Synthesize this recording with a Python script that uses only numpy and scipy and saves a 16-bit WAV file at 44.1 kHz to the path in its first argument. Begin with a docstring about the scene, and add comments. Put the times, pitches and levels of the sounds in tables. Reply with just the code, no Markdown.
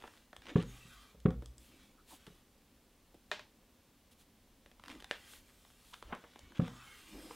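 """Booklet pages, turned and pressed flat on a table, close by in a small room. Twice a page is laid over
and two fingers smooth it along the fold (friction, stick-slip squeaks); the pressing hand thumps the
table top. In between, something hard clacks beside the booklet; then a fingertip picks at the next
corner, which snaps free, and the sheet swishes over and lands."""
import sys
import numpy as np
from scipy import signal
from scipy.fft import rfft, irfft, next_fast_len
from scipy.io import wavfile
from scipy.ndimage import uniform_filter1d, map_coordinates

SR = 44100
rng = np.random.default_rng(int(sys.argv[2]) if len(sys.argv) > 2 else 0)


def unload_wav(signal):
    """Save mono or channel-first audio to the path in sys.argv[1] as 16-bit WAV at rate SR, clipped to [-1, 1]."""
    wavfile.write(
        sys.argv[1],
        SR,
        np.round(np.clip(np.atleast_2d(signal).T, -1, 1) * 32767).astype(np.int16),
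    )


N = 324135

# paper fibre spectrum: (frequency [Hz], level [dB])
FIBRE_SPECTRUM = [(2500, -55), (5000, 1), (8500, -1), (15000, -21)]


def amp(db):
    """Decibels to gain."""
    return 10 ** (np.asarray(db) / 20)


def unit(x):
    """x at rms 1."""
    return x / np.sqrt(np.mean(x ** 2) + 1e-20)


def peaked(x):
    """x at peak 1."""
    return x / np.abs(x).max()


def along(points, hz):
    """(Hz, value) points interpolated on a log axis."""
    knots_hz, values = np.transpose(points)
    return np.interp(np.log(hz + 1), np.log(knots_hz + 1), values)


def wobble(rate_hz):
    """Smooth random curve, rate_hz knots a second."""
    knots = rng.standard_normal(int(N * rate_hz / SR) + 4)
    return map_coordinates(knots, [np.arange(N) * rate_hz / SR])


def fade(t, t60_s):
    """Exponential decay."""
    return amp(-60 * t / max(t60_s, 1e-4))


def swell(middle_s, length_s, db):
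    """Raised-cosine envelope."""
    return amp(db) * np.cos(np.pi * np.clip((np.arange(N) / SR - middle_s) / length_s, -.5, .5)) ** 2


def add(track, time_s, sound):
    """Mix sound in at time_s."""
    i = max(round(time_s * SR), 0)
    track[i:i + len(sound)] += sound[:N - i]


def filtered(x, response):
    """x through a frequency response."""
    size = next_fast_len(N + SR // 2)
    return irfft(rfft(x, size) * response(np.fft.rfftfreq(size, 1 / SR)), size)[..., :N]


def coloured(x, spectrum):
    """x shaped by a spectrum, at rms 1."""
    return unit(filtered(x, lambda hz: amp(along(spectrum, hz))))


def struck(force, spectrum, size=2048):
    """Minimum-phase response of a body to a force, at energy 1."""
    cepstrum = irfft(np.log(amp(along(spectrum, np.fft.rfftfreq(size, 1 / SR)))))
    impulse_response = irfft(np.exp(rfft(2 * cepstrum[:size // 2], size)))
    response = signal.fftconvolve(force, impulse_response)[:len(force)]
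    return response / np.linalg.norm(response)


def contact(t60_s, scatter, size=8192):
    """Force of one impact plus a dying scatter of tiny ones."""
    force = rng.standard_normal(size) * fade(np.arange(size) / SR, t60_s)
    force *= scatter / np.linalg.norm(force)
    force[0] += 1
    return force


def friction(spectrum, grain_db, patchy_db):
    """Dense catches of uneven size; their colour shifts as the contact moves."""
    catches = rng.standard_normal(N) * amp(grain_db * np.minimum(wobble(700), 1.3))
    bins = signal.stft(catches, nperseg=512)[2]
    patches = uniform_filter1d(rng.standard_normal(bins.shape), size=4, axis=0)
    patches = unit(uniform_filter1d(patches, size=16, axis=1))
    return coloured(signal.istft(bins * amp(patchy_db * patches), nperseg=512)[1][:N], spectrum)


def air(rumble_db=-67, hiss_db=-79):
    """Room rumble common to both channels; faint hiss in opposite phase."""
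    # quiet room and side hiss: (frequency [Hz], level [dB])
    rumble_spectrum = [(12, -26), (20, 1.5), (44, 3), (144, -6), (245, 0), (342, -8.5), (491, -10),
                       (534, -7.5), (597, -13), (1200, -16), (1380, -18.5), (3350, -18.5), (6360, -23.5),
                       (14300, -26), (15500, -26)]
    hiss_spectrum = [(15, -35), (25, 3), (183, -10), (648, -4), (3000, -14), (5430, -3.5), (14300, -2.5),
                     (15500, -2.5)]
    mid = amp(rumble_db) * coloured(rng.standard_normal(N), rumble_spectrum)
    side = amp(hiss_db) * coloured(rng.standard_normal(N), hiss_spectrum)
    return np.array([mid + side, mid - side])


def room(x, delay_s=0.006):
    """Wall reflections; each frequency decays at its own rate."""
    # reverberation: (frequency [Hz], t60 [s])
    decay_times = [(100, 0.26), (400, 0.25), (2500, 0.24), (6000, 0.31), (14000, 0.11)]
    hz, t, bins = signal.stft(rng.standard_normal(SR // 2), SR, nperseg=256)
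    tail = signal.istft(bins * amp(-60 * t / along(decay_times, hz)[:, None]), SR, nperseg=256)[1]
    tail = np.pad(tail / np.linalg.norm(tail), (round(delay_s * SR), 0))
    return signal.fftconvolve(x, tail)[:N]


def draught():
    """Hand and page push air about: low wafts."""
    # air movements: (middle [s], length [s], level [dB])
    wafts = [(0.394, .08, -62), (5.1, 2.6, -71), (6.09, 0.21, -57), (6.46, 0.14, -59)]
    # their spectrum: (frequency [Hz], level [dB])
    spectrum = [(15, -15.5), (40, 3.0), (75, -2.5), (130, -16.0), (400, -55)]
    return sum(swell(*row) for row in wafts) * coloured(rng.standard_normal(N), spectrum)


def clacks(chatter_db=13, ring_db=-13, wet_db=10, rise_s=0.0009):
    """A hard thing set down chatters, rings, bounces and settles; each blow excites the room."""
    # contacts: (time [s], level [dB])
    hits = [(3.315, -24.5), (3.3198, -37.5), (3.394, -40)]
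    # contact spectrum: (frequency [Hz], level [dB])
    spectrum = [(90, -15), (350, -6.5), (900, 0), (1200, -6), (1600, -1), (3500, -3), (5000, -11.5),
                (7500, -18.5), (9500, -25.5), (15000, -33)]
    # object and table modes: (frequency [Hz], level [dB], t60 [s])
    modes = [(137.6, -27, 0.66), (403, -3, 0.062), (600, 0.5, 0.078), (1026, 1, 0.05), (1455, 3, 0.039),
             (1840, 8.5, 0.022), (2470, 7.5, 0.023)]
    out, blows, t = np.zeros(N), np.zeros(N), np.arange(SR // 2) / SR
    for time_s, db in hits:
        ring = sum(amp(mode_db + rng.normal()) * fade(t, t60_s)
                   * np.sin(2 * np.pi * (hz * t + rng.random())) for hz, mode_db, t60_s in modes)
        add(out, time_s, amp(db + chatter_db) * struck(contact(t60_s=0.016, scatter=4.4), spectrum))
        add(out, time_s, amp(db + ring_db) * ring * (1 - np.exp(-t / rise_s)))
        add(blows, time_s, amp(db + wet_db) * struck(signal.unit_impulse(len(t)), spectrum))
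    return out + room(blows)


def swishes():
    """Light, fast contact of palm or sheet: only the smooth, airy top of the friction."""
    # passes: (middle [s], length [s], level [dB])
    sweeps = [(1.65, 0.21, -66), (2.126, 0.16, -58), (4.124, 0.049, -65.5), (4.21, 0.082, -66),
              (5.332, 0.23, -58.5), (5.92, 0.37, -66.5)]
    # light friction: (frequency [Hz], level [dB])
    spectrum = [(700, -3.5), (2000, -1), (3400, 4.5), (5500, -2), (9000, 0.5), (13000, -3), (15500, -8)]
    return sum(swell(*row) for row in sweeps) * coloured(rng.standard_normal(N), spectrum)


def squeaks():
    """Skin sticks and slips on the coating, and the hollow under the moving hand resonates: narrow noise bands
    that glide as the finger moves."""
    # squeaks and resonances of the hollow under the hand: (middle [s], length [s], pitch [Hz], level [dB],
    # glide [octaves/s], width [x pitch])
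    catches = [(0.69, 0.22, 6600, -71, -0.46, 0.016), (0.71, 0.19, 3720, -75, -0.24, 0.021),
               (0.83, 0.1, 2630, -65, -.6, 0.029), (0.991, 0.28, 3200, -72.5, -0.27, 0.021),
               (1.998, 0.065, 1340, -66.5, -0.12, 0.092), (2.128, 0.06, 863, -59, -0.021, 0.21),
               (5.936, 0.034, 999, -56, -0.64, 0.094), (6.79, 0.66, 1257, -62, 1.6, 0.22),
               (6.81, 0.093, 2600, -65.5, -.6, 0.014), (6.917, 0.24, 2175, -63.5, -0.11, 0.021),
               (7.022, 0.32, 3190, -73, 1, 0.036), (7.222, 0.54, 298, -59.5, 0, 0.1),
               (7.239, 0.42, 5050, -67.5, -0.35, .05)]
    out, t = np.zeros(N), np.arange(N) / SR
    for middle_s, length_s, pitch_hz, db, glide, width in catches:
        a, b = filtered(rng.standard_normal((2, N)), lambda hz: 1 / (1 + (hz / (pitch_hz * width)) ** 2))
        octaves = glide * np.clip(t - middle_s, -length_s, length_s)
        phase = 2 * np.pi * np.cumsum(pitch_hz * 2 ** octaves) / SR
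        out += swell(middle_s, length_s, db) * unit(a * np.cos(phase) + b * np.sin(phase))
    return out


def under_hand(x, delay_s=0.0026, drift_s=0.00005, reflection=0.4):
    """Reflection off the moving hand: a drifting comb filter."""
    lag = SR * (delay_s + drift_s * wobble(2))
    return unit(x + reflection * map_coordinates(x, [np.arange(N) - lag]))


def sliding(pressure_db=0.8, attack_s=0.075, release_s=0.14):
    """Fingers rub along the fold, sheets hiss over each other, the dragging hand shifts the pile."""
    # slides over paper: (start [s], end [s], rub [dB], hiss [dB], hiss slope [dB/s])
    strokes = [(0.0, 0.16, -68, -74, 12), (0.46, 0.58, -64.5, -85, 0), (0.706, 1.035, -62.5, -67.5, -15),
               (1.728, 1.84, -69.5, -74, 5), (2.213, 2.337, -69.5, -74.5, -4),
               (4.882, 4.93, -63.5, -71.5, 0), (5.136, 5.247, -63.5, -67, -2), (5.396, 5.928, -74, -72, 0),
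               (6.06, 6.512, -68, -78, -11), (6.66, 7.353, -62, -66, 15)]
    # pile shifts: (middle [s], length [s], level [dB])
    drags = [(0.507, 0.14, -51.5), (1.762, 0.96, -70), (2.133, 0.049, -58.5), (4.935, 0.19, -53),
             (6.63, 0.62, -63.5), (7.164, 0.15, -51.5), (7.248, 0.14, -56)]
    # friction of skin, sheets and pile: (frequency [Hz], level [dB])
    rub_spectrum = [(250, -7), (600, -12.5), (1200, -3.5), (1700, -4), (2500, -5), (3300, -2.5),
                    (4500, -10.5), (7000, -16.5), (15000, -47)]
    hiss_spectrum = [(1500, -13), (3500, 3.5), (5500, 1.5), (7300, 3), (9000, 3), (15000, -3.5)]
    pile_spectrum = [(15, -32), (40, 1), (120, -21), (205, -1), (300, 3), (400, -8.5), (520, -9),
                     (900, -19), (3000, -56)]
    t, rub, hiss = np.arange(N) / SR, np.zeros(N), np.zeros(N)
    for start_s, end_s, rub_db, hiss_db, slope_db_per_s in strokes:
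        speed = np.clip(np.minimum(1 + (t - start_s) / attack_s, 1 - (t - end_s) / release_s), 0, 1)
        from_middle_s = np.clip(t, start_s, end_s) - (start_s + end_s) / 2
        rub += speed * amp(rub_db)
        hiss += speed * amp(hiss_db + slope_db_per_s * from_middle_s)
    rubbing = rub * under_hand(friction(rub_spectrum, grain_db=1.0, patchy_db=3.15))
    hissing = hiss * under_hand(friction(hiss_spectrum, grain_db=1.0, patchy_db=3.0))
    murmur = sum(swell(*row) for row in drags) * friction(pile_spectrum, grain_db=-0.5, patchy_db=2.5)
    return amp(pressure_db * wobble(25)) * (rubbing + hissing + murmur)


def scrapes():
    """A page edge scrapes over the pile in short, dense runs of catches."""
    # edge strokes: (start [s], length [s], level [dB])
    strokes = [(0.464, 0.053, -52.5), (0.55, 0.091, -53), (4.892, 0.031, -51), (5.102, 0.074, -58),
               (5.933, 0.012, -47.5), (6.541, 0.15, -58.5)]
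    # edge friction: (frequency [Hz], level [dB])
    spectrum = [(200, -35), (500, -13), (900, 3), (1200, 3.5), (1900, 2), (2500, 3), (3400, 4.5),
                (4400, -7.5), (8000, -14.5), (15000, -35)]
    envelope = np.zeros(N)
    for start_s, length_s, db in strokes:
        add(envelope, start_s, amp(db) * signal.windows.tukey(round(length_s * SR), 0.25))
    return envelope * friction(spectrum, grain_db=6.5, patchy_db=1.0)


def landings(cushion_db=-20, cushion_s=0.15, rise_s=0.00079):
    """Air escapes from under a falling sheet, which slaps down and settles."""
    # sheet falls or is pressed flat: (time [s], level [dB], t60 [s])
    falls = [(0.0388, -42.5, 0.04), (6.1242, -34, 0.066), (6.239, -48.5, 0.054), (7.3083, -41, 0.022)]
    # sheet flap: (frequency [Hz], level [dB])
    spectrum = [(100, -4), (250, 2), (480, 6), (800, 1), (1150, 3), (1700, -4), (2300, -8.5), (3100, -10.5),
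                (4500, -39), (9000, -51)]
    envelope = np.zeros(N)
    for time_s, db, t60_s in falls:
        t = np.maximum(np.arange(N) / SR - time_s, 0)
        slap = amp(db) * (1 - np.exp(-t / rise_s)) * fade(t, t60_s)
        envelope += slap + swell(time_s + 0.007, cushion_s, db + cushion_db)
    return envelope * coloured(rng.standard_normal(N), spectrum)


def paper_hit(force, thud_db, crisp_db, neutral_db=-12, dulling=0.68):
    """A force sounds sheet, pile and fibres; the softer the contact, the duller the sheet."""
    # one sheet and the pile under it: (frequency [Hz], level [dB])
    sheet_spectrum = [(300, -37.5), (800, 0), (1900, -1.5), (2500, -7), (3300, -0.5), (4200, -10),
                      (7000, -36)]
    pile_spectrum = [(60, -33), (250, -2), (550, -3.5), (900, -23.5), (2000, -57)]
    tilt_db_per_octave = np.clip(dulling * (crisp_db - neutral_db), -6, 5)
    sheet = struck(force, [(hz, db + tilt_db_per_octave * np.log2(hz)) for hz, db in sheet_spectrum])
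    pile = amp(thud_db) * struck(force, pile_spectrum)
    fibres = amp(crisp_db) * struck(force, FIBRE_SPECTRUM)
    return peaked(sheet + pile + fibres)


def crinkles(rate_hz=70, smallest_db=-12, range_db=6):
    """The handled sheet buckles at random."""
    # handling spans: (start [s], end [s], base level [dB])
    spans = [(0, 0.209, -43.5), (0.45, 0.515, -49), (4.846, 5.004, -38.5), (5.459, 5.51, -45.5),
             (5.69, 5.725, -43.5)]
    out = np.zeros(N)
    for start_s, end_s, db in spans:
        length_s = end_s - start_s
        for when, size in rng.random((round(rate_hz * length_s), 2)):
            buckle = paper_hit(contact(t60_s=0.0063, scatter=0.84), thud_db=-14, crisp_db=-11)
            add(out, start_s + when * length_s, amp(db + smallest_db + range_db * size) * buckle)
    return out


def ticks_and_pats():
    """Short ticks and pats of paper and fingertips, each an impact with a dying scatter of tiny ones."""
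    # small crinkles and fingertip ticks: (time [s], peak [dB], thud [dB], crisp [dB])
    ticks = [(0.023, -44.5, -9, -17), (0.078, -43, -6, -21), (0.33, -42, -5.5, -22),
             (0.365, -38.5, -13, -9), (0.42, -49, -18, -14), (0.438, -53, -18, -12), (0.456, -46, -16, -13),
             (0.626, -36, 7.5, -7), (1.202, -52, -21, 0), (1.306, -42.5, -5, -13), (1.459, -43, -26, 2.5),
             (1.581, -45, -19, 14), (4.661, -48, -2, -13.5), (4.715, -51.5, -5, -12),
             (4.797, -47, -24, -16), (4.838, -40.5, -13, -14.5), (4.863, -51, -18, -13),
             (4.882, -36.5, -12, -12), (4.986, -62.5, -15, -2), (5.003, -43, -15, -10),
             (5.008, -47, -3, -6), (5.024, -41.5, -3.5, -9.5), (5.044, -38, -33, -10.5),
             (5.335, -42.5, -13, -11.5), (5.65, -52.5, -15, -15.5), (6.15, -47, -1, 0),
             (6.359, -42, -3, -22), (6.392, -41, -3, 1), (6.521, -46.5, -11, -18)]
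    # pats and flicks of sheet or fingers: (time [s], peak [dB], thud [dB], crisp [dB], t60 [s])
    pats = [(1.423, -41.5, 8.5, -15.5, 0.05), (2.267, -43.5, -5, -10, 0.043), (3.144, -49.5, 15, -5, 0.035),
            (6.026, -35.5, -6, -17, 0.011), (6.68, -37, -2, -16.5, 0.028)]
    out = np.zeros(N)
    for time_s, db, thud_db, crisp_db in ticks:
        add(out, time_s, amp(db) * paper_hit(contact(t60_s=0.014, scatter=1.76), thud_db, crisp_db))
    for time_s, db, thud_db, crisp_db, t60_s in pats:
        add(out, time_s, amp(db) * paper_hit(contact(t60_s, scatter=1.44), thud_db, crisp_db))
    return out


def corner_snap(time_s=5.1116, peak_db=-15.5, cutoff_hz=4300, crisp_db=-24):
    """The bent corner pops straight: one impact into heavily damped resonances."""
    # corner modes: (frequency [Hz], width [Hz], level [dB])
    modes = [(505, 590, 9), (1780, 440, 14.5), (2850, 190, 12.5), (4430, 560, -15)]
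    force = np.zeros(N)
    add(force, time_s, contact(t60_s=0.018, scatter=0.3))
    pop = filtered(force, lambda f: sum(
        amp(db) * 1j * f * width_hz / (hz * hz - f * f + 1j * f * width_hz) for hz, width_hz, db in modes))
    pop = signal.sosfilt(signal.butter(4, cutoff_hz, fs=SR, output="sos"), pop)
    fibres = peaked(struck(contact(t60_s=0.058, scatter=1), FIBRE_SPECTRUM))
    add(pop, time_s, amp(crisp_db) * np.abs(pop).max() * fibres)
    return amp(peak_db) * peaked(pop)


def thumps(push_hz=165, push_s=0.004, knock_hz=400, knock_t60_s=0.051, echo_s=0.02982, echo_db=-9.5,
           ring_db=-15, ring_rise_s=0.0075, sway_t60_s=0.64, sway_rise_s=0.045,
           waver_hz=9, waver_db=2.0, slap_rise_s=0.004):
    """Under the hand the pages slap shut; the table gives, knocks, echoes once, rings and sways."""
    # presses: (time [s], blow [dB], slap [dB], knock [dB], sway [Hz], sway [dB])
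    presses = [(0.5554, -14, -24, -33.5, 49, -46), (0.852, -50, -69, -82, 48.7, -55),
               (1.144, -53, -52, -67, 58.7, -50), (1.2537, -14, -23.5, -26, 58.8, -33),
               (2.275, -46.5, -50.5, -63, 42.5, -67), (6.5932, -17.3, -29, -36.5, 52, -53.5)]
    # table top modes: (frequency [Hz], level [dB], t60 [s])
    modes = [(122.3, -17, 0.7), (145.8, -16, 0.43), (168, -17.5, 0.15), (210, 1.5, 0.16),
             (250.5, -5.5, 0.32), (281, -5.5, 0.2), (473, -9, 0.2), (517.5, -12.5, 0.22),
             (745, -15.5, 0.18), (847, -25.5, 0.21)]
    # pages closing: (frequency [Hz], level [dB])
    slap_spectrum = [(150, -16.5), (380, 5.5), (520, 3), (850, -18.5), (1150, -8), (2100, -23), (3400, -32),
                     (5000, -59), (15000, -61)]
    out, t = np.zeros(N), np.arange(SR) / SR
    push = peaked(t ** 2 * np.exp(-2 * t / push_s) * np.sin(2 * np.pi * push_hz * t))
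    knock = peaked((1 - np.exp(-t / push_s)) * fade(t, knock_t60_s) * np.sin(2 * np.pi * knock_hz * t))
    sway_envelope = (1 - np.exp(-t / sway_rise_s)) * amp(-60 * (t / sway_t60_s) ** 1.5)  # hand damps it
    for time_s, db, slap_db, knock_db, sway_hz, sway_db in presses:
        jitter = rng.standard_normal((len(modes), 2))
        ring = sum(amp(mode_db + 2.4 * a) * fade(t, t60_s) * np.sin(2 * np.pi * hz * t + 0.35 * b)
                   for (hz, mode_db, t60_s), (a, b) in zip(modes, jitter))
        ring *= amp(ring_db) * (1 - np.exp(-t / ring_rise_s))
        waver = rng.normal() * np.sin(2 * np.pi * waver_hz * t)
        sway = amp(sway_db + waver_db * waver) * sway_envelope * np.sin(2 * np.pi * sway_hz * t)
        closing = rng.standard_normal(SR) * fade(t, t60_s=0.038) * (1 - np.exp(-(t / slap_rise_s) ** 2))
        add(out, time_s, amp(db) * (push + ring) + amp(knock_db) * knock + sway)
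        add(out, time_s + echo_s, amp(db + echo_db) * push)
        add(out, time_s + 0.00088, amp(slap_db) * peaked(struck(closing, slap_spectrum)))
    return out


def scene():
    """Booklet centred and close, so wall reflections are faint."""
    table = thumps()
    pages = ticks_and_pats() + crinkles() + corner_snap() + scrapes() + landings()
    walls = room(amp(-12) * table, delay_s=0.02) + room(amp(-11) * pages)
    return table + pages + clacks() + sliding() + swishes() + squeaks() + draught() + walls + air()


def record(dry):
    """Brick-wall low-pass."""
    return filtered(dry, lambda hz: hz < 15800)


dry = scene()
out = record(dry)
unload_wav(out)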